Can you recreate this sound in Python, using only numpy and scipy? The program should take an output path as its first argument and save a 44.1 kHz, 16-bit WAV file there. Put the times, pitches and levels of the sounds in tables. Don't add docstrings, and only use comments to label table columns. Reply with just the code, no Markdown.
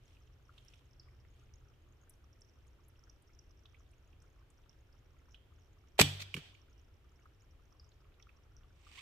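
import sys
import numpy as np
from scipy import signal
from scipy.fft import rfft, irfft, next_fast_len
from scipy.io import wavfile
from scipy.ndimage import uniform_filter1d

SR = 44100
rng = np.random.default_rng(int(sys.argv[2]) if len(sys.argv) > 2 else 0)


def generate_wav(sig):
    pcm = np.round(np.clip(np.atleast_2d(sig).T, -1, 1) * 32767).astype(np.int16)
    wavfile.write(sys.argv[1], SR, pcm)


N = 397341
TIME = np.arange(N) / SR

# frequency in Hz, likeness from 0 to 1.
LIKENESS = [(25, .93), (60, .96), (130, .88), (290, .72), (640, .5), (1410, .25), (3100, .1), (15000, .04)]
# frequency in Hz, left minus right in dB at full strength.
MIC_BALANCE = [(300, .5), (1300, 0), (2400, -10), (4400, -5), (5800, 3), (7900, 10), (10000, 6), (15000, 8)]

# frequency in Hz, relative level in dB.
AIR_SPECTRUM = [(20, -6), (70, 0.01), (120, -9), (190, -23), (350, -18.5), (600, -26), (950, -30),
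                (1300, -30), (2100, -33), (3100, -33), (4300, -41), (6000, -43), (9500, -51), (12500, -47),
                (15500, -50)]
# time of the crest in seconds, lift in dB.
RUMBLE_SWELLS = [(1.57, 5), (8.65, 2.5)]
ENGINE_ORDERS_DB = [-69, -69]
# delay in seconds, level in dB, spread in seconds.
ECHOES = [(.208, -27.5, .0032), (.44, -36, .05)]
# frequency in Hz, gain in dB.
NEAR_COLOUR = [(100, -10.5), (400, -2.5), (2750, 1.5), (3200, 6.5), (3800, 2.5), (15000, 0)]
FAR_COLOUR = [(100, -12.5), (500, -6.5), (1500, -2), (2800, 0), (3200, 7.5), (3800, 1.5),
              (5500, -2.5), (8000, -8.5), (15000, -12.5)]
ECHO_COLOUR = [(300, -11.5), (1500, -0.5), (4500, 6), (8000, 0), (15000, -1)]
# start in seconds, level in dB.
BIRD_CHIPS = [(.996, -50), (4.925, -66), (7.796, -53.5)]

# start in seconds, level in dB.
HIGH_TICKS = [(0.6825, -53), (1.537, -56), (2.417, -52.5), (3.037, -57), (3.096, -54), (3.3895, -54),
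              (4.6934, -55.5), (8.2244, -55.5), (8.5654, -55)]
LOW_TAPS = [(0.493, -52.5), (7.256, -56.5), (8.269, -56.5), (8.867, -55.5)]
# start in seconds, level in dB, pitch in Hz.
GEAR_KNOCKS = [(0.579, -54, 3270), (0.7352, -54, 2880), (3.6556, -52, 3330), (3.7444, -57.5, 2420),
               (5.3443, -51, 3030), (7.9164, -65, 3766), (8.1988, -59, 2360), (8.2257, -58, 3350),
               (8.2911, -56, 2380)]
BOW_CREAKS = [(0.6479, -69, 10900), (2.095, -49, 10000), (2.4074, -62, 7650), (2.6698, -67, 8500),
              (2.8823, -59.5, 11100), (3.2216, -63.5, 9200), (3.912, -68, 8580), (4.2216, -64, 7600),
              (4.5014, -63, 7900)]
# fastest moment in seconds, level in dB.
SLEEVE_MOVES = [(.11, -73), (.6, -75), (.73, -73.5), (1.39, -77.5)]
BOOT_MOVES = [(8.985, -55)]
# frequency in Hz, relative level in dB.
CLOTH_SPECTRUM = [(600, -9), (1500, -6), (3000, 5.5), (5000, -7), (8000, -8.5), (15000, -20)]
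LEAF_SPECTRUM = [(400, -22), (1100, -3.5), (1600, -8), (2200, 2.5), (3100, 1), (4500, -6), (6500, -11),
                 (8500, -10), (10500, -30), (14000, -21), (16000, -45)]
SQUEAK_HARMONICS_DB = [-6.5, -0.5, -4.5, -13]

# start in seconds, knock in dB, rise in
# seconds, crunch in dB, crunch t60 in seconds, treble tilt in dB per octave, thud in dB.
TARGET_STRIKES = [(6.3413, -24, 0.0011, -42, 0.054, 2.5, -39),
                  (6.3641, -44, 0.0024, -45.5, 0.13, -0.5, -38)]
# frequency in Hz, relative level in dB, t60 in seconds.
SHAFT_MODES = [(1111, -22, 0.028), (2393, -7, 0.015), (2546, -4.5, .011), (2840, -4, 0.015)]
FOAM_MODES = [(118, -6, 0.071), (149.7, 1, 0.087), (267.3, -7, 0.058), (396, -7.5, 0.046),
              (452, -13.5, 0.063)]
# frequency in Hz, relative level in dB.
CRUNCH_SPECTRUM = [(300, -13.5), (700, -7), (1200, 5.5), (3000, 9.5), (5000, 1.5), (9000, -7.5),
                   (16000, -14)]

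# start in seconds, level in dB, rise in seconds, t60 in seconds, treble tilt in dB per octave.
BOW_CONTACTS = [(5.9796, -41, .007, .03, -1.5), (5.9904, -21, .0006, 0.035, -2),
                (5.9940, -17.5, .003, 0.071, -1), (6.0069, -21, .0008, .012, 4.5),
                (6.0130, -11, .0003, .026, -0.5), (6.025, -28, .001, 0.016, 2)]
# frequency in Hz, relative level in dB.
CLACK_SPECTRUM = [(150, -30.5), (400, -4), (800, -9.5), (1200, -6), (2100, -1), (3200, -0.5), (4500, -4.5),
                  (6300, -10), (7900, -7), (9300, -15.5), (12500, -14.5), (16000, -22)]
# centre in seconds, frequency in Hz, level in dB, half length in seconds.
AIR_PUSHES = [(5.9931, 688, -12, 0.00085), (6.0005, 430, -25, 0.0026), (6.0094, 165, -17, 0.0017),
              (6.0138, 2540, -12, 0.00018)]
# frequency in Hz, level in dB, t60 in seconds.
FITTING_MODES = [(2360, -35, 0.14), (2375, -39.5, .15), (2550, -37, 0.1), (2839, -37.5, 0.1),
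                 (2980, -40, .25), (3240, -40, .33), (3330, -36, .2), (3450, -39.5, .18),
                 (3570, -37.5, .15), (3790, -35.5, 0.11), (4380, -50.5, 0.32), (5012, -45, .13),
                 (6135, -43.5, .12), (7704, -43, .13), (7840, -23.5, 0.016), (10337, -41, 0.057)]
STRING_MODES = [(48.5, -52, 0.54), (75, -27, 0.11), (97, -34.5, 0.87), (145, -29, 0.38), (177.8, -29, 0.13),
                (193, -42, .2), (230, -39.5, 0.23), (285.6, -32, 0.17), (317, -38, 0.11), (385, -51, .2),
                (468, -51, .2)]


def undb(db):
    return 10 ** (np.asarray(db) / 20)


def unit(x):
    return x / np.sqrt(np.mean(x ** 2))


def along(points, hz):
    point_hz, value = np.transpose(points)
    return np.interp(np.log(hz), np.log(point_hz), value)


def tilted(points, tilt, corner_hz=1500):
    return lambda hz: along(points, hz) + tilt * np.log2(np.maximum(hz / corner_hz, 1))


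def colour(x, db_at):
    n = x.shape[-1]
    size = next_fast_len(n + 2048)
    hz = np.maximum(np.fft.rfftfreq(size, 1 / SR), 1)
    return irfft(rfft(x, size) * undb(db_at(hz)), size)[..., :n]


def noise(n, db_at):
    mid, side = rng.standard_normal((2, n))
    mid = colour(mid, lambda hz: db_at(hz) + 10 * np.log10(1 + along(LIKENESS, hz)))
    side = colour(side, lambda hz: db_at(hz) + 10 * np.log10(1 - along(LIKENESS, hz)))
    return unit(np.array([mid + side, mid - side]))


def blow(rise, t60, length_s=1):
    t = TIME[:int(length_s * SR)]
    return np.minimum(t / rise, 1) * np.exp(-np.log(1000) * np.maximum(t - rise, 0) / t60)


def burst(rise, t60, db_at):
    envelope = blow(rise, t60, length_s=.25)
    return envelope * noise(len(envelope), db_at)


def ring(modes, rise):
    return sum(undb(db) * blow(rise, t60) * np.sin(2 * np.pi * hz * TIME[:SR]) for hz, db, t60 in modes)


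def wander(rate_hz):
    hold = int(SR / rate_hz)
    steps = np.repeat(rng.standard_normal(N // hold + 1), hold)
    return unit(uniform_filter1d(uniform_filter1d(steps, hold), hold)[:N])


def waver(n, depth):
    return 1 + depth * unit(uniform_filter1d(rng.standard_normal(n), size=40))


def add(out, start, x):
    i = int(start * SR)
    out[:, i:i + x.shape[-1]] += x[..., :N - i]


def tick(hz, octaves, t60, skirt_db=46):
    def resonance_db(f):
        octaves_off = np.abs(np.log2(f / hz)) + 1e-6
        return -skirt_db / (1 + (2 * octaves / octaves_off) ** 2)

    envelope = blow(.0014, t60, length_s=.05)
    centre = rng.standard_normal(len(envelope))
    sides = .7 * rng.standard_normal((2, len(envelope)))
    snap = colour(envelope * (centre + sides), resonance_db)
    return snap / np.abs(snap.mean(axis=0)).max()


def ticks(rows, pan_db, octaves, t60):
    out = np.zeros((2, N))
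    side_db = np.array([[pan_db], [-pan_db]]) / 2
    for start, db, hz in rows:
        add(out, start, undb(db + side_db) * tick(hz, octaves, t60))
    return out


def patter(count, hz, db, spread_octaves, range_db=10):
    return [(when * N / SR, db + range_db * size ** 4, hz * 2 ** (spread_octaves * (pitch - .5)))
            for when, size, pitch in rng.uniform(0, 1, (count, 3))]


def rustle(moves, spectrum, grain_db, swell_db_per_s=117, fade_db_per_s=104):
    swell = sum(undb(db - np.maximum(swell_db_per_s * (crest - TIME), fade_db_per_s * (TIME - crest)))
                for crest, db in moves)
    grain = unit(undb(grain_db * wander(500)))
    return swell * grain * noise(N, lambda hz: along(spectrum, hz))


def microphones(x, strength):
    left = colour(x[0], lambda hz: strength * along(MIC_BALANCE, hz) / 2)
    right = colour(x[1], lambda hz: -strength * along(MIC_BALANCE, hz) / 2)
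    return np.array([left, right])


def air(level_db=-62, rumble_hz=105, swell_s=.11):
    bed = undb(level_db) * noise(N, lambda hz: along(AIR_SPECTRUM, hz))
    rumble = colour(bed, lambda hz: -10 * np.log10(1 + (hz / rumble_hz) ** 8))
    swell_db = sum(db * np.exp(-.5 * ((TIME - crest) / swell_s) ** 2) for crest, db in RUMBLE_SWELLS)
    flutter_db = .8 * wander(10)
    return bed + rumble * (undb(swell_db + flutter_db) - 1)


def engine(turn_hz=41.3, fade_from_s=1.6, fade_db_per_s=14):
    phase = 2 * np.pi * np.cumsum(turn_hz * (1 + .025 * wander(25))) / SR
    fade_db = fade_db_per_s * np.maximum(TIME - fade_from_s, 0)
    return sum(undb(db - fade_db + 2 * wander(14)) * np.sin(order * phase)
               for order, db in enumerate(ENGINE_ORDERS_DB, start=2))


def wood(x, near_db=-17, near_t60=.38, far_db=-20, far_t60=.93):
    t = TIME[:2 * SR]

    def scatter(envelope, db, points):
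        returns = envelope * rng.standard_normal((2, len(t))) / np.sqrt(np.sum(envelope ** 2))
        return undb(db) * colour(returns, lambda hz: along(points, hz))

    response = scatter(blow(.0084, near_t60, length_s=2), near_db, NEAR_COLOUR)
    response += scatter(blow(.03, far_t60, length_s=2), far_db, FAR_COLOUR)
    for (delay, db, spread), points in zip(ECHOES, (ECHO_COLOUR, FAR_COLOUR)):
        response += scatter(np.exp(-.5 * ((t - delay) / spread) ** 2), db, points)
    return signal.fftconvolve(x, response, axes=1)[:, :N]


def bird(high_hz=5750, low_hz=4550, fall_s=.0048):
    out = np.zeros((2, N))
    envelope = blow(.0022, .027, length_s=.1)
    glide_hz = low_hz + (high_hz - low_hz) * np.exp(-TIME[:len(envelope)] / fall_s)
    for start, db in BIRD_CHIPS:
        phase = 2 * np.pi * np.cumsum(glide_hz * waver(len(envelope), depth=.035)) / SR
        add(out, start, undb(db) * envelope * np.sin(phase))
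    return out


def small_ticks(tick_hz=5600, tap_hz=1280):
    high = [(start, db, tick_hz) for start, db in HIGH_TICKS]
    high += patter(count=260, hz=tick_hz, db=-75, spread_octaves=.03, range_db=11)
    thin = patter(count=65, hz=6600, db=-75, spread_octaves=.03)
    low = [(start, db, tap_hz) for start, db in LOW_TAPS]
    low += patter(count=200, hz=tap_hz, db=-72, spread_octaves=.45, range_db=8)
    return (ticks(high, pan_db=-4.5, octaves=.13, t60=.02)
            + ticks(thin, pan_db=0, octaves=.1, t60=.02)
            + ticks(low, pan_db=1, octaves=.22, t60=.031))


def handling():
    faint = patter(count=70, hz=2600, db=-73, spread_octaves=.8)
    knocks = ticks(GEAR_KNOCKS + faint, pan_db=-5, octaves=.3, t60=.03)
    creaks = ticks(BOW_CREAKS, pan_db=1, octaves=.4, t60=.033)
    return knocks + creaks + rustle(SLEEVE_MOVES, CLOTH_SPECTRUM, grain_db=3)


def boot(squeak_at_s=8.969, squeak_length_s=.039, squeak_db=-53, slip_hz=870, slip_hz_per_s=12500):
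    out = rustle(BOOT_MOVES, LEAF_SPECTRUM, grain_db=2.5)
    t = TIME[:int(squeak_length_s * SR)]
    slip_rate = (slip_hz + slip_hz_per_s * t) * waver(len(t), depth=.03)
    phase = 2 * np.pi * np.cumsum(slip_rate) / SR
    squeak = sum(undb(db) * np.sin(k * phase) for k, db in enumerate(SQUEAK_HARMONICS_DB, start=1))
    add(out, squeak_at_s, undb(squeak_db) * np.hanning(len(t)) * squeak)
    return out


def target(thud_lag_s=.0061):
    out = np.zeros((2, N))
    for start, knock_db, rise, crunch_db, t60, tilt, thud_db in TARGET_STRIKES:
        add(out, start, undb(knock_db) * ring(SHAFT_MODES, rise))
        add(out, start, undb(crunch_db) * burst(rise / 2, t60, tilted(CRUNCH_SPECTRUM, tilt)))
        add(out, start + thud_lag_s, undb(thud_db) * ring(FOAM_MODES, rise=.0043))
    return out


def bow(taut_at_s=6.0095):
    out = np.zeros((2, N))
    for start, db, rise, t60, tilt in BOW_CONTACTS:
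        add(out, start, undb(db) * burst(rise, t60, tilted(CLACK_SPECTRUM, tilt)))
    t = TIME[:SR // 10] - .05
    for centre, hz, db, half_length in AIR_PUSHES:
        push = -np.exp(-.5 * (t / half_length) ** 2) * np.cos(2 * np.pi * hz * t)
        add(out, centre + t[0], undb(db) * push)
    hardest_at_s = max(BOW_CONTACTS, key=lambda row: row[1])[0]
    add(out, hardest_at_s, ring(FITTING_MODES, rise=.00085))
    add(out, taut_at_s, ring(STRING_MODES, rise=.0025))
    return out


def scene(small_send_db=.5, bird_send_db=6):
    shot = bow() + target()
    footwork = boot()
    chips = bird()
    small_sounds = small_ticks() + handling()
    answer = wood(shot + undb(small_send_db) * small_sounds + undb(bird_send_db) * chips)
    ahead = microphones(shot + footwork, strength=.92)
    beyond = microphones(answer, strength=.36) + microphones(air() + engine(), strength=.25)
    return ahead + small_sounds + chips + beyond


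def record(dry, bottom_hz=18, top_hz=15500):
    low_cut = signal.butter(2, bottom_hz, "high", fs=SR, output="sos")
    high_cut = signal.ellip(10, .2, 80, top_hz, fs=SR, output="sos")
    return signal.sosfilt(high_cut, signal.sosfilt(low_cut, dry))


dry = scene()
out = record(dry)
generate_wav(out)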